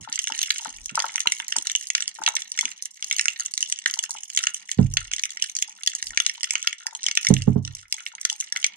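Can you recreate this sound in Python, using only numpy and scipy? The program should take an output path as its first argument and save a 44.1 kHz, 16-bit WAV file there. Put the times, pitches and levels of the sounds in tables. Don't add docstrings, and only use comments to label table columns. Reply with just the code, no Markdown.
import sys
import numpy as np
from scipy import signal
from scipy.fft import rfft, irfft
from scipy.io import wavfile
from scipy.ndimage import uniform_filter1d

SR = 44100
rng = np.random.default_rng(int(sys.argv[2]) if len(sys.argv) > 2 else 0)


def boost(x):
    u = np.asarray(x, float) / 20
    return 10 ** u


def put_to_file(sound):
    columns = np.atleast_2d(sound).T
    safe = np.clip(columns, -1, 1)
    whole_steps = np.round(safe * 32767)
    wavfile.write(sys.argv[1], SR, whole_steps.astype(np.int16))


N = 386316

# f/Hz, level/dB
HUSH_COLOUR = [(165, -7), (500, -28.5), (900, -9), (1500, -24.5)]
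# t/s, peak level before the lean to one side/dB, pitch f/Hz
LOW_GRUNTS = [(0, -42, 160), (0.084, -46.5, 274), (0.307, -42, 257), (0.666, -44, 298), (0.912, -38, 172),
              (1.264, -40, 302), (1.569, -44.5, 294), (2.198, -44.5, 304), (2.638, -46, 280)]
# t/s, level/dB
FAR_LEVEL = [(0.0, -35), (0.799, -36), (2.95, -41.5), (3.499, -36.5), (5.751, -40), (7.299, -39),
             (7.56, -48.5), (7.849, -40.5)]
# t/s, peak level of the ping/dB
DULL_KNOCKS = [(0.074, -29), (0.299, -25.5), (0.597, -40.5), (0.621, -41), (0.656, -23), (0.948, -37),
               (0.975, -10.5), (1.041, -15), (1.151, -37), (1.256, -22), (1.399, -36), (1.56, -24),
               (2.186, -30), (2.217, -24), (2.277, -16.5), (2.34, -33), (2.628, -31), (3.969, -37),
               (4.092, -36), (4.149, -33.5), (5.683, -43.5), (6.377, -44), (6.534, -39.5), (6.857, -39.5),
               (6.881, -39), (6.926, -37.5), (6.95, -39), (7.94, -47.5), (8.136, -45), (8.32, -39)]
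# f/Hz, fall by 60 dB t/s, left level/dB, right level/dB
KNOCK_PITCHES = [(906.4, 0.026, 7.5, -17.5), (1379, 0.011, -5, 0)]
# t/s, peak level/dB, centre of the colour f/Hz
NEAR_SNAPS = [(0.1263, -11.5, 6200), (0.1574, -12, 6460), (0.1901, -7, 4960), (0.241, -11.5, 5530),
              (0.272, -11, 3230.0), (0.2811, -15.5, 7200), (0.3211, -13.5, 2700), (0.3491, -18.5, 2600.0),
              (0.377, -20.5, 7500.0), (0.3901, -8, 3785), (0.4156, -9, 3500.0), (0.4293, -6, 5560.0),
              (0.5043, -4, 2270), (0.5595, -19, 2470), (0.5825, -15, 6700), (0.6367, -27.5, 4400),
              (0.6474, -19.5, 6850), (0.8583, -15, 7400.0), (0.8933, -19.5, 2600.0), (0.9543, -8.5, 7600),
              (0.9923, -10.5, 4670.0), (1.0009, -9, 2520), (1.0218, -13.5, 4440), (1.14, -23, 6300.0),
              (1.157, -6, 4480), (1.1798, -13.5, 1970), (1.2039, -7, 4900.0), (1.272, -1, 2260),
              (1.3207, -4, 4550), (1.3998, -13, 1910), (1.4814, -14.5, 8200), (1.5222, -9, 3010.0),
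              (1.5645, -5, 6750), (1.5842, -8, 6200), (1.6227, -17, 8800), (1.6701, -8, 5140),
              (1.6977, -11.5, 2990), (1.716, -12.5, 6000.0), (1.7518, -4.5, 2990.0), (1.7597, -9, 7500),
              (1.8108, -19, 5370), (1.8705, -17.5, 7300), (1.9015, -7, 4420), (1.95, -3, 2840),
              (1.9793, -16.5, 2590), (2.005, -10, 3750.0), (2.0226, -11, 3540.0), (2.078, -7, 5870),
              (2.151, -27, 8150.0), (2.2363, -14.5, 4800), (2.2631, -3.5, 2615), (2.2758, -5.5, 2180),
              (2.287, -7.5, 5330), (2.353, -9, 7830.0), (2.3652, -7.5, 3100), (2.4194, -17.5, 3630),
              (2.5182, -11.5, 7200), (2.5758, -13, 3810.0), (2.5893, -4.5, 3400.0), (2.6098, -6.5, 6140.0),
              (2.6543, -6.5, 2940), (2.7158, -20, 3200), (2.8236, -13.5, 7700), (2.8556, -12, 9050),
              (3.025, -12, 3230), (3.0432, -15.5, 5700), (3.0989, -21.5, 6200.0), (3.111, -5.5, 2680.0),
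              (3.1264, -6.5, 5650), (3.164, -13.5, 5730), (3.1843, -9.5, 4580.0), (3.194, -3.5, 2980.0),
              (3.2109, -8, 6100), (3.256, -5.5, 3200), (3.2824, -1, 2750), (3.3971, -12, 4550),
              (3.4046, -12.5, 7800), (3.4604, -11, 7200), (3.538, -12, 6350.0), (3.577, -8, 3800.0),
              (3.6065, -12.5, 6800), (3.6265, -5, 4270.0), (3.6985, -16, 7500), (3.7234, -6, 4830),
              (3.7883, -17, 5000.0), (3.8594, -2, 2386), (3.8985, -20, 2550), (3.9105, -13, 7900),
              (3.939, -9, 3900), (3.9898, -6.5, 4520), (4.027, -20, 7700), (4.038, -9, 4570),
              (4.1068, -14.5, 7800), (4.1144, -17.5, 7500), (4.2338, -16.5, 6500), (4.3007, -18, 4720),
              (4.349, -14.5, 6600), (4.3626, -11.5, 8700), (4.374, -1.5, 3400.0), (4.389, -11, 2650),
              (4.4296, -17.5, 6060), (4.4376, -8, 3540), (4.4695, -3, 3060), (4.544, -13.5, 6500),
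              (4.6909, -21, 2570.0), (4.715, -9.5, 6490.0), (4.938, -15, 8000), (4.9699, -3.5, 2680.0),
              (5.1146, -17, 3080), (5.135, -8, 4300.0), (5.1634, -14, 6920.0), (5.1825, -17, 2960.0),
              (5.194, -13.5, 2990.0), (5.2358, -7, 3630), (5.2537, -11.5, 4320.0), (5.305, -19, 6160.0),
              (5.3709, -16.5, 2800), (5.4231, -4, 3770), (5.4392, -15.5, 3470), (5.4967, -18.5, 6030),
              (5.5512, -14.5, 7310.0), (5.566, -7.5, 6650), (5.5871, -13.5, 6140), (5.6241, -5, 3530),
              (5.834, -15.5, 4300), (5.8625, -13.5, 5600), (5.8739, -2, 3950), (5.9338, -23.5, 3300.0),
              (5.9502, -11, 8380.0), (6.0257, -11.5, 4050), (6.069, -16, 5200), (6.106, -21, 3080),
              (6.174, -2.5, 2590), (6.2009, -4, 3060), (6.2635, -3, 4400), (6.2955, -9.5, 3100),
              (6.4079, -19, 3120), (6.4312, -9, 4330.0), (6.4423, -8.5, 3770), (6.5069, -7, 4990.0),
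              (6.5345, -15, 8800), (6.5542, -5.5, 2580), (6.6267, -14, 6000), (6.6725, -4, 2560),
              (6.7273, -15, 2580), (6.8671, -9, 3780), (6.95, -13.5, 4660), (7.0312, -14, 6940.0),
              (7.0389, -13.5, 4130), (7.0646, -5.5, 3230), (7.084, -10, 3000.0), (7.1126, -10, 3090),
              (7.153, -13.5, 7000), (7.173, 0, 2680), (7.23, -18, 4500.0), (7.2481, -9.5, 3270.0),
              (7.2684, -2.5, 2920), (7.2863, -8.5, 8270), (7.339, -7.5, 6250), (7.3658, -13.5, 2230),
              (7.4206, -15, 3274), (7.6499, -18.5, 3250), (7.6764, -20.5, 3045), (7.75, -19, 7310),
              (7.9248, -6, 4600), (7.942, -16, 6160), (8.0637, -15, 2260), (8.1508, -21, 5900),
              (8.2127, -16, 8500), (8.2503, -2, 3870), (8.2988, -9.5, 3080), (8.3273, -16, 6240),
              (8.4014, -12, 7800), (8.4087, -11, 6860), (8.5235, -7.5, 4500.0), (8.5615, -11, 2520),
              (8.571, -15.5, 5090.0), (8.6278, -19, 2640), (8.6429, -2, 2830), (8.6646, -9.5, 6730.0)]
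# f/Hz, width f/Hz, left level/dB, right level/dB
HOUSING_MODES = [(1384, 210, 3.5, -7), (1941, 406, 4.5, 7.5), (2205, 190, 6, 2.5), (2905, 486, 2.5, 8.5),
                 (3400, 260, 8.5, -16.5), (3944, 1000, -27, -0.5), (6415, 1700, 17, 15.5),
                 (7710, 590, -30, 17), (8843, 1330, -4.5, 16.5), (11340, 4100, -4.5, -42.5)]
SNAP_RANGES = [-1, 3, -3]
# start t/s, length t/s, peak level/dB
WATER_PUSHES = [(0.686, 0.25, -43), (6.004, 0.22, -44.5)]
# t/s, peak level of the ring/dB, hardness as level per octave above 150 Hz/dB
HOUSING_BUMPS = [(4.785, 3, -1), (7.3, 4.5, 3), (7.473, 1.5, 1), (7.555, -4, 2)]
# f/Hz, right level/dB, fall by 60 dB t/s, left as signed factor on right
MOUNT_MODES = [(41.6, -15.5, 0.93, 0.8), (96.5, -2, 0.48, 0.7), (131.4, 7.5, 0.36, 0.23),
               (185.2, 10.5, 0.15, 0.36), (227.6, 10.5, 0.14, 0.14), (294, -6, 0.2, 0.6),
               (416, 7, 0.084, -0.073)]

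HUSH_DB = -72
LEAD_S = 0.004
CRACK_DB = 5
NEAR_HOLD_S, FAR_HOLD_S = 0.0013, 0.0027
OCTAVE_DB = -1.5
NEAR_SKIRT_DB, FAR_SKIRT_DB = -19.5, -34
BROAD_HZ, NARROW_OCT, BROAD_OCT, BROAD_SPAN_OCT = 4300, 0.24, 0.45, 1
FAR_LOW_HZ, FAR_HIGH_HZ, FAR_BREADTH_OCT, FAR_PER_S = 1700, 11000, (0.25, 0.75), 120
ANSWER_DB, ANSWER_S = 0.28, 0.014
SPREAD_S = 0.04
UPPER_DB, UPPER_SLOPE = 21, 0.47
GRIT_DB = -13.5
DENSE_S = 0.055
TOUCH_S, TOUCH_DB = 0.012, -21
FADE_S = 0.3


def evened(x):
    return x / np.sqrt(np.mean(x ** 2) + 1e-20)


def add(mix, s, sound):
    part = mix[:, max(round(s * SR), 0):][:, :sound.shape[1]]
    part += sound[:, :part.shape[1]]


def band_noise(noise, order, low_hz, high_hz):
    return signal.lfilter(*signal.butter(order, [low_hz, high_hz], "band", fs=SR), noise)


def coloured(gain_at):
    spectrum = rfft(rng.standard_normal((2, N)))
    return evened(irfft(spectrum * gain_at(np.fft.rfftfreq(N, 1 / SR)), N))


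def hush():
    f, db = np.transpose(HUSH_COLOUR)
    lumps = boost(5.6 * coloured(lambda hz: 1 / (1 + (hz / 8) ** 2))[0])
    noise = coloured(lambda hz: boost(np.interp(np.log(hz + 1), np.log(f), db, -100, -100)))
    return boost(HUSH_DB) * lumps * noise


def grunts():
    out, t = np.zeros((2, N)), np.arange(8000) / SR
    for s, db, hz in LOW_GRUNTS:
        envelope = (1 - np.exp(-t * hz)) * boost(-60 * t / (0.086 + 4 / hz))
        low = band_noise(rng.standard_normal(len(t)) * envelope, 2, 0.61 * hz, 1.19 * hz)
        lean = boost(np.array([[-0.04], [0.015]]) * hz)
        add(out, s, boost(db) * low / abs(low).max() * lean)
    return out


def causal(db):
    fold = irfft(db * np.log(10) / 20)
    half = fold.shape[-1] // 2
    fold = fold * np.r_[1, np.full(half - 1, 2), 1, np.zeros(half - 1)]
    return np.exp(rfft(fold))


def peak(x):
    return np.sqrt((abs(signal.hilbert(x)) ** 2).mean(-2).max(-1))[..., None, None]


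def housing(size):
    hz = abs(np.fft.fftfreq(size, 1 / SR))
    power = 0
    for f, width, left_db, right_db in HOUSING_MODES:
        power = power + boost(np.array([[left_db], [right_db]])) ** 2 / (1 + (2 * (hz - f) / width) ** 2) ** 2
    log_gain = np.log(power / (1 + (700 / (hz + 1)) ** 6)) / 2
    response = np.exp(log_gain - 1j * signal.hilbert(log_gain).imag)[:, :size // 2 + 1]
    hz = hz[:size // 2 + 1]
    body = 1 / (1 + (hz / 4700) ** 14)
    top = 1 - 1 / (1 + (hz / 7200) ** 18)
    sizzle = 1 - body - top
    late = np.exp(-2j * np.pi * hz * np.array([[0.00043], [0]]))
    flipped = np.array([[-1], [1]])
    return response * body * late, response * sizzle * flipped, response * top


def cracks(count, hold_s, size=2048):
    t = np.arange(size) / SR - LEAD_S
    shared = rng.standard_normal((count, 1, size))
    own = rng.standard_normal((count, 2, size))
    hold = hold_s * boost(3.46 * rng.standard_normal((count, 1, 1)))
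    rise = boost(-22 + 14000 * np.minimum(t, 0)) * (t < 0)
    burst = boost(-60 * np.maximum(t - hold, 0) / 0.005) + boost(-11 - 60 * t / 0.026)
    shape = rise + (t >= 0) * burst
    crack = boost(CRACK_DB) * (np.arange(size) == round(LEAD_S * SR))
    ripple_db = 5.1 * evened(uniform_filter1d(rng.standard_normal((count, 1, size // 2 + 1)), 45))
    ripple_db[..., size // 4 - 40:] += 1.5 + 4 * rng.standard_normal((count, 1, 1))
    path = causal(ripple_db)
    ranges = []
    for response, own_share in zip(housing(size), (0.5, 0.7, 1.6)):
        source = crack + shape * (shared + own_share * own)
        part = irfft(rfft(source) * response * path)
        ranges.append(part / peak(part))
    return np.stack(ranges, axis=1)


def pitched(hz, breadth, skirt_db, hold_s):
    whole = np.einsum("r,krct->kct", boost(np.array(SNAP_RANGES)), cracks(len(hz), hold_s))
    bins_hz = np.fft.rfftfreq(whole.shape[-1], 1 / SR) + 1
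    octaves = np.log2(bins_hz / hz[:, None, None])
    breadths_away = octaves / np.maximum(breadth, 0.2)[:, None, None]
    snaps = irfft(rfft(whole) * causal(np.maximum(OCTAVE_DB * breadths_away ** 2, skirt_db)))
    return snaps / peak(snaps)


def far_shrimp(near, count=44):
    keep = np.exp(-1 / (ANSWER_S * SR))
    near_power = signal.lfilter([1 - keep], [1, -keep], (near ** 2).mean(0))
    busy_db = 10 * np.log10(near_power + 1e-6)
    level_db = np.interp(np.arange(N) / SR, *np.transpose(FAR_LEVEL)) + ANSWER_DB * busy_db
    spread_db = 2.64 * np.minimum(rng.exponential(1, N), 2.4)
    size = boost(level_db + spread_db) * (rng.random(N) < FAR_PER_S / SR)
    kind = rng.integers(0, count, N)
    high, wide = rng.random((count, 2)).T
    hz = FAR_LOW_HZ * (FAR_HIGH_HZ / FAR_LOW_HZ) ** high ** 0.73
    shapes = pitched(hz, np.interp(wide, (0, 1), FAR_BREADTH_OCT), FAR_SKIRT_DB, FAR_HOLD_S)
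    far = np.zeros((2, N))
    for k in range(count):
        far += signal.oaconvolve((size * (kind == k))[None], shapes[k])[:, :N]
    return far * np.sqrt((size ** 2).sum() * SPREAD_S * SR / (far ** 2).sum())


def rock(x):
    t = np.arange(9000) / SR
    taps = rng.standard_normal((2, len(t))) * (rng.random((2, len(t))) < 0.2)
    taps = taps * (1 - np.exp(-t / 0.0008))
    dull = signal.lfilter(*signal.butter(2, 4800, fs=SR), taps)
    bright = taps - dull
    dense = np.exp(-(t / DENSE_S) ** 4)
    tail = dull * boost(-60 * t / 0.25) * (dense + boost(-29.5))
    tail = tail + bright * boost(-60 * t / 0.11) * (dense + boost(-31.5))
    rustle = signal.lfilter(*signal.butter(2, 2400, fs=SR), taps)
    tail = tail + rustle * boost(-9 - 60 * t / 0.5)
    return signal.oaconvolve(x, tail / np.linalg.norm(tail[0]), axes=1)[:, :N]


def knocks():
    t, out = np.arange(2000) / SR, np.zeros((2, N))
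    scrapes = evened(band_noise(rng.standard_normal((len(DULL_KNOCKS), 2, len(t))), 2, 650, 1600))
    for (s, db), scrape in zip(DULL_KNOCKS, scrapes):
        detune = 1 + 0.032 * rng.standard_normal(2)
        gains = 1, boost(UPPER_DB + UPPER_SLOPE * db)
        ping = 0
        for gain, d, (hz, t60, left_db, right_db) in zip(gains, detune, KNOCK_PITCHES):
            decay = boost(np.array([[left_db], [right_db]]) - 60 * t / t60)
            ping = ping + gain * decay * np.sin(2 * np.pi * hz * d * t)
        ping = ping * (1 - np.exp(-(t / 0.0025) ** 2))
        grit = boost(GRIT_DB - 60 * t / 0.098) * scrape * (1 - np.exp(-t / 0.0031))
        add(out, s, boost(db) * (ping / abs(ping.mean(0)).max() + grit))
    return out


def near_shrimp():
    out = np.zeros((2, N))
    s, db, hz = np.transpose(NEAR_SNAPS)
    off_centre = np.log2(hz / BROAD_HZ) / BROAD_SPAN_OCT
    breadth = NARROW_OCT + BROAD_OCT * np.exp(-off_centre ** 2)
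    for at, gain, snap in zip(s, boost(db), pitched(hz, breadth, NEAR_SKIRT_DB, NEAR_HOLD_S)):
        add(out, at - LEAD_S, gain * snap)
    return out


def pushes():
    out = np.zeros((2, N))
    for s, length, db in WATER_PUSHES:
        size = round(length * SR)
        noise = rng.standard_normal((2, SR // 2))
        noise = noise[0] + 1.7 * noise
        deep = evened(band_noise(noise, 2, 25, 65))
        upper = evened(band_noise(noise, 2, 110, 230))
        low = (deep + boost(-11) * upper)[:, -size:] * np.hanning(size)
        add(out, s, boost(db) * low / abs(low).max())
    return out


def bumps():
    t, out = np.arange(SR // 2) / SR, np.zeros((2, N))
    touch_shape = np.sin(2 * np.pi * 130 * t) * (t / TOUCH_S) * np.exp(-(t / TOUCH_S) ** 2)
    touch = np.array([[0.4], [1]]) * touch_shape
    for s, db, hard_db in HOUSING_BUMPS:
        turns = rng.standard_normal(len(MOUNT_MODES))
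        sway = uniform_filter1d(rng.standard_normal((len(MOUNT_MODES), len(t))), 900)
        sway = evened(uniform_filter1d(sway, 900))
        ring = 0
        for (hz, mode_db, t60, left), turn, waver in zip(MOUNT_MODES, turns, sway):
            level_db = mode_db + hard_db * np.log2(hz / 150) - 60 * t / t60
            level_db = level_db + 3.9 * np.minimum(t / 0.093, 1) * waver
            level_db = level_db - hz / 15 * (t / FADE_S) ** 4
            tone = np.cos(2 * np.pi * hz * (t - 0.011) + 0.12 * turn)
            ring = ring + np.array([[left], [1]]) * boost(level_db) * tone
        thud = band_noise(rng.standard_normal((2, len(t))), 3, 160, 850)
        rumble_band = signal.butter(2, [28, 120], "band", fs=SR, output="sos")
        rumble = evened(signal.sosfilt(rumble_band, rng.standard_normal(len(t))))
        blow = ring / abs(ring).max()
        blow = blow + boost(-14 - 60 * t / 0.13) * thud + boost(-36 - 60 * t / 0.52) * rumble
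        add(out, s - TOUCH_S, boost(db + TOUCH_DB) * touch)
        add(out, s, boost(db) * blow * (1 - np.exp(-(t / 0.0038) ** 3)))
    return out


def scene():
    near = near_shrimp() + knocks()
    far = far_shrimp(near)
    echoes = rock(boost(-16.5) * near + boost(-10.5) * far)
    return hush() + grunts() + far + near + echoes + pushes() + bumps()


def roll_off(x):
    return signal.sosfilt(signal.butter(12, 16650, fs=SR, output="sos"), x)


def record(dry):
    bent = dry / np.sqrt(np.sqrt(1 + dry ** 4))
    return roll_off(bent)


dry = scene()
out = record(dry)
put_to_file(out)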